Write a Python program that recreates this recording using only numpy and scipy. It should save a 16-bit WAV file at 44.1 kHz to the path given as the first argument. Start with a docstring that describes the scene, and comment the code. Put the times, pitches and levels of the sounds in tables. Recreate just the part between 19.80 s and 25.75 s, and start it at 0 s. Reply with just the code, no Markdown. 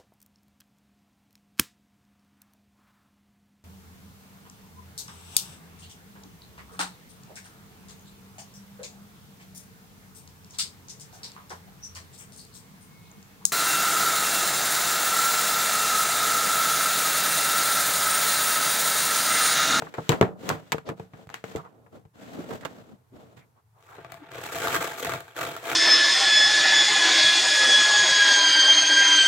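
"""Foil balloon in a bedroom

A person holds a foil balloon against the chest in a quiet bedroom and sets up a phone at arm's length.
Fingers knock and snap on casing and foil (short noise bursts), a sleeve rubs (noise in spurts), fingers
slide (gliding noise bands); then both hands knead the balloon, and its creases buckle in dense runs of
clicks that ring the gas-filled skin. Room air and hiss lie underneath as steady coloured noise."""
import sys
import numpy as np
from scipy import signal
from scipy.fft import rfft, irfft, next_fast_len
from scipy.io import wavfile
from scipy.ndimage import uniform_filter1d

SR = 44100
rng = np.random.default_rng(int(sys.argv[2]) if len(sys.argv) > 2 else 0)


def materialize(psi):
    """Save the field psi as 16-bit PCM at rate SR to the path in sys.argv[1].

    A 1-D psi becomes a single channel; in a 2-D psi each row is a channel.
    """
    bounded = np.clip(np.atleast_2d(psi).T, -1, 1)
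    quanta = np.round(bounded * 32767).astype(np.int16)
    wavfile.write(sys.argv[1], SR, quanta)


N = 262395
T = np.arange(N) / SR


def amp(db):
    """Decibels to gain."""
    return 10 ** (np.asarray(db) / 20)


def unit(x):
    """Scale to rms 1."""
    return x / np.sqrt(np.mean(x ** 2) + 1e-20)


def db_at(points, hz):
    """Read (Hz, dB) points on a log-frequency axis."""
    point_hz, point_db = np.transpose(points)
    return np.interp(np.log(hz + 1), np.log(point_hz), point_db)


def convolve(x, response):
    """Pass a sound through a response, keeping its length."""
    return signal.fftconvolve(np.atleast_2d(x), np.atleast_2d(response), axes=-1)[:, :x.shape[-1]]


def colour(x, points, resonances=(), size=4096):
    """Causal filter with a smooth spectrum and resonances on top; keeps the power of white noise."""
    hz = np.arange(size // 2 + 1) * SR / size
    db = db_at(points, hz)
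    for centre_hz, width_hz, lift_db in resonances:
        db = db + lift_db / (1 + (2 * (hz - centre_hz) / width_hz) ** 2)
    # folding the cepstrum gives minimum phase: the energy comes as early as it can
    cepstrum = irfft(np.log(amp(db)))
    cepstrum[1:size // 2] *= 2
    cepstrum[size // 2 + 1:] = 0
    response = irfft(np.exp(rfft(cepstrum)))
    return convolve(x, response / np.linalg.norm(response))


def ports(pair, side_points):
    """Two close microphones: the side-to-mid ratio by frequency sets how far they differ."""
    size = next_fast_len(pair.shape[1] + 4096)
    left, right = rfft(pair, size)
    ratio = amp(db_at(side_points, np.arange(len(left)) * SR / size))
    mid = left + right
    side = (left - right) * ratio
    both = np.array([mid + side, mid - side]) / np.sqrt(2 + 2 * ratio ** 2)
    return irfft(both, size)[:, :pair.shape[1]]


def pan(db):
    """Left and right gains of equal total power, from left minus right in dB."""
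    gains = amp(np.array([db, -db]).reshape(2, -1) / 2)
    return gains / np.sqrt(np.mean(gains ** 2, axis=0))


def walk(rate):
    """Random wander with spread 1, passing `rate` random points a second."""
    knots = rng.standard_normal(8192)
    return unit(np.interp(T * rate, np.arange(len(knots)), knots))


def burst(decay_s, size=8192):
    """Scattered arrivals at both microphones, dying away; energy 1 in each on average."""
    x = rng.standard_normal((2, size)) * np.exp(-T[:size] / decay_s)
    return unit(x) / np.sqrt(size)


def add(out, s, x):
    """Mix a short sound in at time s."""
    i = max(int(s * SR), 0)
    out[:, i:i + x.shape[1]] += x[:, :max(N - i, 0)]


def strokes(timing, levels_db, size=40000):
    """Each movement builds up, holds and dies away; movements that overlap add in power."""
    power, t = np.full((1, N), 1e-14), T[:size]
    for (start_s, attack_s, hold_s, release_s), db in zip(timing, levels_db):
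        rise = np.minimum(t / attack_s, 1)
        fall = np.exp(-np.maximum(t - attack_s - hold_s, 0) / release_s)
        add(power, start_s, (amp(db) * rise * fall)[None] ** 2)
    return np.sqrt(power[0])


def brighten(x, gain, edge_hz=4500):
    """Scale the treble by a gain."""
    high = signal.butter(2, edge_hz, "high", fs=SR, output="sos")
    return x + (gain - 1) * signal.sosfiltfilt(high, x)


# Squeezes of the balloon. Each row: start, attack, hold and release in seconds, level in dB before trim,
# treble in dB relative to that before trim, bulge of the whole skin in dB relative to that.
SQUEEZES = [(3.959, 0.17, 0.016, .06, -54.5, 2.5, -25), (4.142, 0.012, 0.22, 0.054, -53, -12, -8.5),
            (4.295, 0.013, 0.032, .03, -52.5, -3, -7), (4.391, 0.046, 0.099, 0.036, -51, -15, -12),
            (4.488, 0.082, 0.017, 0.02, -37.5, -3, -16), (4.59, 0.05, 0.018, 0.067, -36, 2.5, -18),
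            (4.698, 0.035, 0.071, 0.025, -34, 4.5, -17.5), (4.792, 0.037, 0.12, 0.027, -30, 2.5, -18),
            (4.921, 0.02, 0.019, 0.016, -25.5, 2, -12), (5.0, 0.0089, 0.0033, 0.1, -28, 2, -22),
            (5.166, 0.023, 0.017, 0.064, -38, 9, -30), (5.207, 0.015, 0.13, 0.028, -33.5, -3, -14),
            (5.414, 0.052, 0.062, .03, -52, -1, -27), (5.547, 0.056, 0.01, 0.1, -29, 0.5, -19),
            (5.811, 0.078, 0.04, 0.021, -30, 1, -21)]
# Single creases that snap. Each row: start in seconds, peak in dB before trim and colour, ring in Hz,
# treble lift in dB, left minus right in dB.
SNAPS = [(4.026, -51, 1170, 8, 8), (4.247, -32, 1160, -20, 1), (4.32, -28, 1240, 5.5, 13),
         (4.342, -33.5, 1100, 4, 7), (4.518, -41, 1200, 10, 16), (4.666, -35.5, 1230, 18, -5),
         (4.761, -23.5, 1180, 4, -3), (4.832, -23.5, 1310, -1, 0.5), (4.8493, -19, 1520, -11, 0),
         (4.8717, -14.5, 1245, -5, 0), (4.904, -20.5, 1440, 2, -4), (4.9538, -12, 1260, 7, -2),
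         (4.962, -20.5, 1060, -4, -1), (5.027, -24.5, 1210, 14, -19), (5.248, -16, 1060, 5, -4),
         (5.268, -22, 714, -14, 0), (5.294, -19.5, 1180, 4, 1), (5.321, -19, 1650, -30, -6),
         (5.337, -22.5, 1390, 9, -2), (5.405, -31, 1480, 8, -3), (5.481, -39, 1610, -3, -4),
         (5.565, -27, 1700, 5, 2), (5.671, -25.5, 1200, -6, -13), (5.765, -26, 1300, 8, -3),
         (5.899, -30, 1490, -9, -17), (5.916, -15.5, 2400, -2, 2)]
# Colour of the foil. Each row: frequency in Hz, level in dB.
FOIL_COLOUR = [(150, -47.5), (220, -7.5), (300, 1.5), (480, 6), (1000, -4), (1500, 1), (2000, 0),
               (3700, -4.5), (5200, -11.5), (7900, -8.5), (9300, -19), (12000, -13), (16000, -15.5)]
# Resonances of the inflated skin. Each row: frequency in Hz, width in Hz, lift in dB.
SKIN_RESONANCES = [(559, 93, -10.5), (677, 34, 9.5), (875, 84, 4.5), (1040, 250, -2.5), (1194, 570, 5.5),
                   (1587, 23, 6), (2280, 47, 4)]
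# Colour of the whole balloon bulging. Each row: frequency in Hz, level in dB.
BULGE_COLOUR = [(40, -14.5), (70, -9.5), (94, -1), (112, -2), (133, 2), (160, 1), (205, -9.5), (300, -43.5)]
# Stereo spread of the foil. Each row: frequency in Hz, side against mid in dB.
FOIL_SIDE = [(100, -17), (380, -10), (700, 0), (1290, 1.5), (2400, 2), (4400, 0)]


def crinkle(level_db=-3, treble_trim_db=1, snap_trim_db=3.5, avalanche_s=0.0078, avalanche_db=-13,
            walls_db=-7, walls_s=0.046, bulge_lag_s=0.018):
    """Squeezes drive the buckling creases; a few snap loudly and set off others; skin and walls colour all."""
    *timing, squeeze_db, treble_db, bulge_db = np.transpose(SQUEEZES)
    timing = np.transpose(timing)
    clicks, effort = buckles(), strokes(timing, squeeze_db)
    # a snap sets off its neighbours: a decaying flurry, level against the snap's peak before trim
    flurry_timing = [(s, 1 / SR, 0, avalanche_s) for s, *_ in SNAPS]
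    avalanches = strokes(flurry_timing, np.array(SNAPS)[:, 1] + avalanche_db)
    foil = clicks * np.hypot(effort * amp(level_db), avalanches)
    # tight creases are brighter than slack ones
    foil = brighten(foil, strokes(timing, squeeze_db + treble_db + treble_trim_db) / effort)
    for s, peak_db, hz, bright_db, pan_db in SNAPS:
        snap = facet(hz, direct=0.5, flutter_s=0.0017, ring=0.53)
        snap = brighten(snap / np.abs(snap).max(), amp(bright_db))
        add(foil, s, amp(peak_db + snap_trim_db) * pan(pan_db) * snap)
    # walls answer after the direct sound
    walls = burst(walls_s) * (T[:8192] > .003)
    foil = foil + amp(walls_db) * convolve(foil, walls)
    foil = colour(ports(foil, FOIL_SIDE), FOIL_COLOUR, SKIN_RESONANCES)
    # the same buckles shake the whole gas-filled skin; the gas gives way just after the creases
    shake = np.interp(T - bulge_lag_s, T, strokes(timing, squeeze_db + bulge_db))
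    bulge = colour(ports(clicks * shake, FOIL_SIDE), BULGE_COLOUR)
    return (foil + bulge) * pan(1.0)


def buckles(rate=1700, spread_db=3.0, run_db=2.5, run_rate=110, patchy_db=2.5, low_hz=500, high_hz=4200,
            count=20):
    """Clicks of unequal size come in runs; pressure wanders between facets, so their colour keeps changing."""
    runs, clicks = amp(run_db * walk(run_rate)), 0
    for hz in np.geomspace(low_hz, high_hz, count):
        when, size, sign, chance = rng.random((2048, 4)).T
        at = (when * N).astype(int)
        # thin the candidates so all facets together give about `rate` clicks a second
        kept = chance < rate * T[-1] / count / len(at)
        sizes = amp(-spread_db * np.log(np.maximum(size, .03))) * np.sign(sign - .5) * kept
        pressed = runs[at] * amp(patchy_db * walk(22)[at])
        impulses = np.bincount(at, sizes * pressed, N)
        clicks = clicks + convolve(impulses, facet(hz, direct=0.48, flutter_s=0.0021, ring=0.51))
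    # level the energy over a few hundredths of a second, so the hands decide how much is released
    energy = uniform_filter1d(np.mean(clicks ** 2, axis=0), size=1500)
    return clicks / np.sqrt(energy + 1e-9)


def facet(hz, direct, flutter_s, ring, cycles=3.8, lag_s=0.0001, size=1024):
    """One patch of foil flips: a sharp pulse and a short flutter, then a few cycles of its own pitch."""
    t, lag = T[:size], int(rng.uniform(0, lag_s) * SR)
    response = burst(flutter_s, size=size)
    tone = np.sin(2 * np.pi * hz * t) * np.exp(-t * hz / cycles)
    flip = ring * unit(tone) / np.sqrt(size)
    flip[0] += direct
    # one microphone hears it first
    response -= [np.roll(flip, k) for k in rng.permutation([0, lag])]
    return unit(response) / np.sqrt(size)


# Handling knocks. Each row: start in seconds, then thump, knock, crack and tick (low to high bands) in dB
# before the casing's colour, left minus right in dB, decay in seconds.
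KNOCKS = [(0.022, -45, -35, -38, -52, 2, 0.0024), (0.069, -53, -53, -42, -72, -1, 0.0077),
          (0.14, -71, -39, -42.5, -46, 3, 0.024), (0.182, -37.5, -28.5, -38.5, -73, 0.5, 0.015),
          (0.2926, -20, -20, -29, -25, 3.5, 0.02), (0.319, -36, -28, -28, -34, 1, 0.023),
          (0.412, -21, -13.5, -25.5, -34.5, 1, 0.024), (0.426, -23, -27, -25, -46, -3, 0.0068),
          (0.691, -44, -35, -36, -27.5, 7, 0.006), (0.701, -31, -27, -27.5, -40, -1.5, 0.029),
          (0.9203, -61, -35, -34.5, -26.5, 4, 0.0074), (0.9253, -34.5, -34, -25, -33, -5, 0.0082),
          (0.945, -38.5, -30, -48, -73, 3, 0.0063), (0.982, -40.5, -43, -42.5, -50.5, 0, 0.005),
          (1.09, -35.5, -34.5, -34.5, -41.5, 2, 0.012), (1.1973, -39, -39.5, -50.5, -54.5, 3, 0.011),
          (1.3351, -46, -53.5, -50.5, -62, 2, 0.017), (1.4708, -48.5, -56, -66, -60, -3, 0.0021),
          (1.4917, -75, -53.5, -50, -54, -2, 0.001), (1.501, -57, -46, -51, -54, 10, 0.0013),
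          (1.542, -57, -51.5, -38, -38, 2, 0.0015), (1.6406, -41.5, -38, -40, -44, 5.5, 0.0043),
          (1.7515, -33, -32.5, -55, -62.5, 3.5, 0.004), (1.76, -42, -35.5, -50.5, -44.5, -6, 0.015),
          (1.7886, -58, -50.5, -60, -78, -12, 0.11), (1.849, -72, -53, -60, -66.5, 2, 0.025),
          (2.063, -65, -58, -59.5, -78, 6.5, 0.013), (2.2515, -51.5, -61, -72.5, -75.5, 2.5, 0.01),
          (2.7074, -46.5, -40.5, -45, -55, -9, 0.02), (2.81, -72, -70, -61, -52, -15, 0.0077),
          (2.8503, -43, -36, -40.5, -41, -2, 0.0066), (2.854, -48, -37.5, -37, -39.5, -13, 0.0091),
          (2.899, -70, -63, -67, -69, 10, 0.003), (3.5694, -53.5, -62, -60, -60, -9, 0.023),
          (4.182, -56, -44.5, -50.5, -68, 2, 0.018)]
# Edges of those four bands, in Hz.
KNOCK_EDGES_HZ = [60, 250, 800, 2500, 9000]
# Colour of the casing, shared by all knocks. Each row: frequency in Hz, level in dB.
CASING = [(35, -17.5), (70, -5), (130, 3.5), (240, -5), (370, 2), (520, -1.5), (800, 4.5), (1600, 4),
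          (2500, 2.5), (3800, 1), (5200, -4), (7800, -1.5), (9300, -14), (12000, -10), (16000, -12.5)]
# Hollow boom that lingers after a knock. Each row: frequency in Hz, level in dB.
HOLLOW_BOOM = [(70, -20.5), (120, -6.5), (152, -6), (185, 9.5), (225, -6.5), (300, -23), (380, -6.5),
               (470, -7.5), (700, -3), (1300, -24), (3000, -51)]
# Stereo spread close to the microphones. Each row: frequency in Hz, side against mid in dB.
NEAR_SIDE = [(60, -25.5), (200, -6), (450, -8), (1200, 1), (4000, -1.5)]


def knocks(front=0.95, front_s=0.0013, push=0.59, push_hz=1200, uneven_db=2.0, tail_db=-17, tail_s=0.027,
           dull_db=-5, boom_db=-8, boom_s=0.054, size=12000, count=660):
    """Each knock is one push with a brief crackle, then an uneven, duller clatter; a hollow boom lingers."""
    out, t = np.zeros((2, N)), T[:size]
    edges = np.array(KNOCK_EDGES_HZ)
    centres, widths = np.sqrt(edges[1:] * edges[:-1]), np.diff(edges)
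    # a soft fingertip pushes for about a millisecond
    soft = signal.butter(2, push_hz, fs=SR, output="sos")
    shove = signal.sosfilt(soft, signal.unit_impulse(size))
    for s, *band_db, pan_db, decay_s in KNOCKS:
        rattle = amp(uneven_db * np.interp(t, t[::100], rng.standard_normal(len(t[::100]))))
        tail = amp(tail_db) * np.sqrt(tail_s / decay_s) * burst(tail_s, size=size)
        clatter = burst(decay_s, size=size) * unit(rattle) + tail
        clatter = colour(clatter, [(1800, 0.014), (6000, dull_db)], size=256)
        crackle = colour(burst(front_s, size=size), [(500, -13.5), (2500, -9.5)], size=256)
        strength = np.linalg.norm(amp(band_db))
        # hard knocks put more into their first instant
        sharp = (strength / .04) ** .35
        blow = ports(clatter + sharp * front * crackle, NEAR_SIDE) - sharp * push * shove
        # band levels become levels per Hz
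        spectrum = np.transpose([centres, band_db - 10 * np.log10(widths)])
        blow = colour(colour(blow, spectrum, size=1024), CASING, size=1024)
        # the strength is the rms of the first `count` samples
        blow = blow / np.sqrt(np.mean(blow[:, :count] ** 2))
        add(out, s, pan(pan_db) * strength * blow)
    boom = ports(colour(burst(boom_s, size=size), HOLLOW_BOOM), NEAR_SIDE)
    return out + amp(boom_db) * convolve(out, boom / np.abs(rfft(boom)).max())


# Rubs of fingers and sleeve on the phone. Each row: start, attack, hold and release in seconds,
# level of the dull part in dB, level of the hiss in dB, both before the low modes ring.
RUBS = [(0.0, 0.0033, 0.055, .07, -47.5, -51.5), (0.15, 0.035, 0.11, 0.029, -53, -50),
        (0.288, 0.033, 0.021, 0.05, -30.5, -46), (0.416, .02, 0.017, 0.071, -37, -63),
        (0.569, 0.14, .03, 0.012, -37.5, -43.5), (0.667, 0.019, 0.023, 0.056, -34, -43.5),
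        (0.816, 0.019, 0.15, 0.037, -59, -60.5), (1.04, 0.068, 0.013, 0.015, -36.5, -62.5),
        (1.155, 0.025, 0.041, 0.042, -52, -59), (1.294, 0.095, 0.044, 0.02, -52, -59),
        (1.495, .02, .07, 0.042, -60.5, -61), (1.638, 0.016, 0.091, 0.055, -48, -50.5),
        (1.87, 0.033, 0.15, .06, -59.5, -77), (2.108, 0.046, 0.0089, 0.032, -47.5, -61.5),
        (2.331, 0.086, 0.12, 0.035, -48.5, -53.5), (2.447, 0.13, 0.022, 0.17, -40.5, -49.5),
        (2.661, 0.052, 0.028, 0.044, -37.5, -47), (2.808, 0.022, 0.17, 0.065, -49, -57.5),
        (3.063, .03, 0.026, 0.035, -52, -64), (3.313, 0.046, 0.069, 0.11, -51, -62),
        (3.558, 0.016, .02, 0.017, -58.5, -59.5), (3.74, .03, .02, .025, -73.5, -76.5)]
# Colour of the dull part. Each row: frequency in Hz, level in dB.
RUB_COLOUR = [(25, -42.5), (50, -19.5), (80, -10.5), (130, -6.5), (200, -1), (270, 1.5), (370, -6),
              (470, -5.5), (650, -3.5), (850, -11.5), (1300, -15), (2500, -49), (5000, -55)]
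# Colour of the hiss. Each row: frequency in Hz, level in dB.
HISS_COLOUR = [(200, -31.5), (500, -17), (900, 6), (1500, 9.5), (2500, 3.5), (3600, 2.5), (5200, -5),
               (7800, -3.5), (9300, -16), (12000, -10), (16000, -13.5)]
# Stereo spread of the dull part. Each row: frequency in Hz, side against mid in dB.
RUB_SIDE = [(60, -7.5), (200, -0.5), (500, -5.5), (1300, 0.5), (4000, -5.5)]


def rubbing(rough_db=1.56, grit_db=0.5, pan_db=1.0):
    """Cloth and skin catch and slip: fibre noise in uneven spurts, dull through the casing and as hiss."""
    *timing, level_db, hiss_db = np.transpose(RUBS)
    timing = np.transpose(timing)
    spurts = unit(amp(rough_db * walk(140) + grit_db * walk(1200)))
    fibres = rng.standard_normal((2, N)) * spurts
    dull = unit(colour(ports(fibres, RUB_SIDE), RUB_COLOUR)) * strokes(timing, level_db)
    # swapped channels for the hiss
    hiss = unit(colour(fibres[::-1], HISS_COLOUR)) * strokes(timing, hiss_db)
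    return (dull + hiss) * pan(pan_db)


# Low modes that ring on after knocks and rubs, hollow like the gas-filled balloon.
# Each row: frequency in Hz, width in Hz, level in dB.
CAVITY = [(157.3, 10, 2), (185, 7.9, 2.5), (242, 14, -15.5), (451, 24, 2.5)]


def hollow(x):
    """Handling sets the low modes ringing: narrow resonators added to the direct sound."""
    ringing = 0
    for hz, width_hz, db in CAVITY:
        b, a = signal.iirpeak(hz, hz / width_hz, fs=SR)
        ringing = ringing + amp(db) * signal.lfilter(b, a, x)
    return x + ringing


# Scrapes, swishes and groans of sliding fingers. Each row: start in seconds, length in seconds,
# first and last frequency in Hz, width in Hz, level at the height of the swell in dB.
SLIDES = [(0.621, .045, 415, 393, 414, -40), (.655, 0.056, 467, 717, 940, -45),
          (1.062, 0.046, 505, 530, 352, -37), (1.048, 0.066, 1810, 2660, 5200, -47),
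          (1.17, 0.046, 447, 450, 400, -66), (1.382, 0.025, 610, 540, 500, -46),
          (1.515, 0.067, 2240, 2190, 900, -50), (1.763, 0.068, 1146, 1090, 350, -41.5),
          (1.823, 0.072, 1135, 1110, 400, -47.5), (2.558, 0.066, 290, 294, 137, -33),
          (2.819, 0.035, 930, 1320, 1400, -42.5), (3.095, 0.07, 321, 174, 79.4, -46),
          (3.301, 0.096, 245.5, 291, 278, -49.5), (3.568, 0.1, 2100, 1913, 882, -63),
          (3.737, .09, 940, 908, 700, -62.5), (3.92, 0.13, 850, 1092, 591, -61.5),
          (4.042, 0.17, 1200, 943, 700, -49.5), (4.094, .13, 717, 490, 200, -62),
          (4.385, 0.077, 313, 293, 40, -46.5)]


def slides():
    """A sliding finger stirs one stretch of foil or casing, whose resonance moves as the pressure changes."""
    out = np.zeros((2, N))
    for s, length_s, first_hz, last_hz, width_hz, db in SLIDES:
        n = int(length_s * SR)
        phase = 2 * np.pi * np.cumsum(np.geomspace(first_hz, last_hz, n)) / SR
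        narrow = signal.butter(2, width_hz / 2, fs=SR, output="sos")
        # keep only the end of the noise, once the filter has settled
        stir = signal.sosfilt(narrow, rng.standard_normal((2, 2, SR // 2)))[..., -n:]
        tone = ports(stir[0] * np.cos(phase) + stir[1] * np.sin(phase), NEAR_SIDE)
        swell = np.hanning(n)
        add(out, s, amp(db) * unit(tone * swell) * np.sqrt(np.mean(swell ** 2)))
    return out


# Colour of the still room. Each row: frequency in Hz, level in dB.
ROOM_COLOUR = [(15, -50.5), (25, -23.5), (48, -25.5), (117, 9), (242, -32.5), (439, -17.5), (516, -35.5),
               (863, -15.5), (1290, -22), (1740, -26), (3160, -34), (14800, -33.5), (16000, -40.5)]


def room(level_db=-63.5, wander_db=0.85):
    """Low murmur of the room's air and faint microphone hiss: coloured noise that wanders slightly in level."""
    air = colour(ports(rng.standard_normal((2, N)), NEAR_SIDE), ROOM_COLOUR)
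    return unit(air) * amp(level_db + wander_db * walk(12))


def scene():
    """The kneaded balloon, fingers and sleeve on the phone, over the still room."""
    return crinkle() + hollow(knocks() + rubbing()) + slides() + room()


def record(dry, low_hz=48, top_hz=15800):
    """The phone drops the deepest rumble, clips at full scale and cuts the top."""
    rumble_cut = signal.butter(4, low_hz, "high", fs=SR, output="sos")
    top_cut = signal.ellip(10, .2, 100, top_hz, fs=SR, output="sos")
    sound = np.clip(signal.sosfilt(rumble_cut, dry), -1, 1)
    return signal.sosfilt(top_cut, sound)


dry = scene()
out = record(dry)
materialize(out)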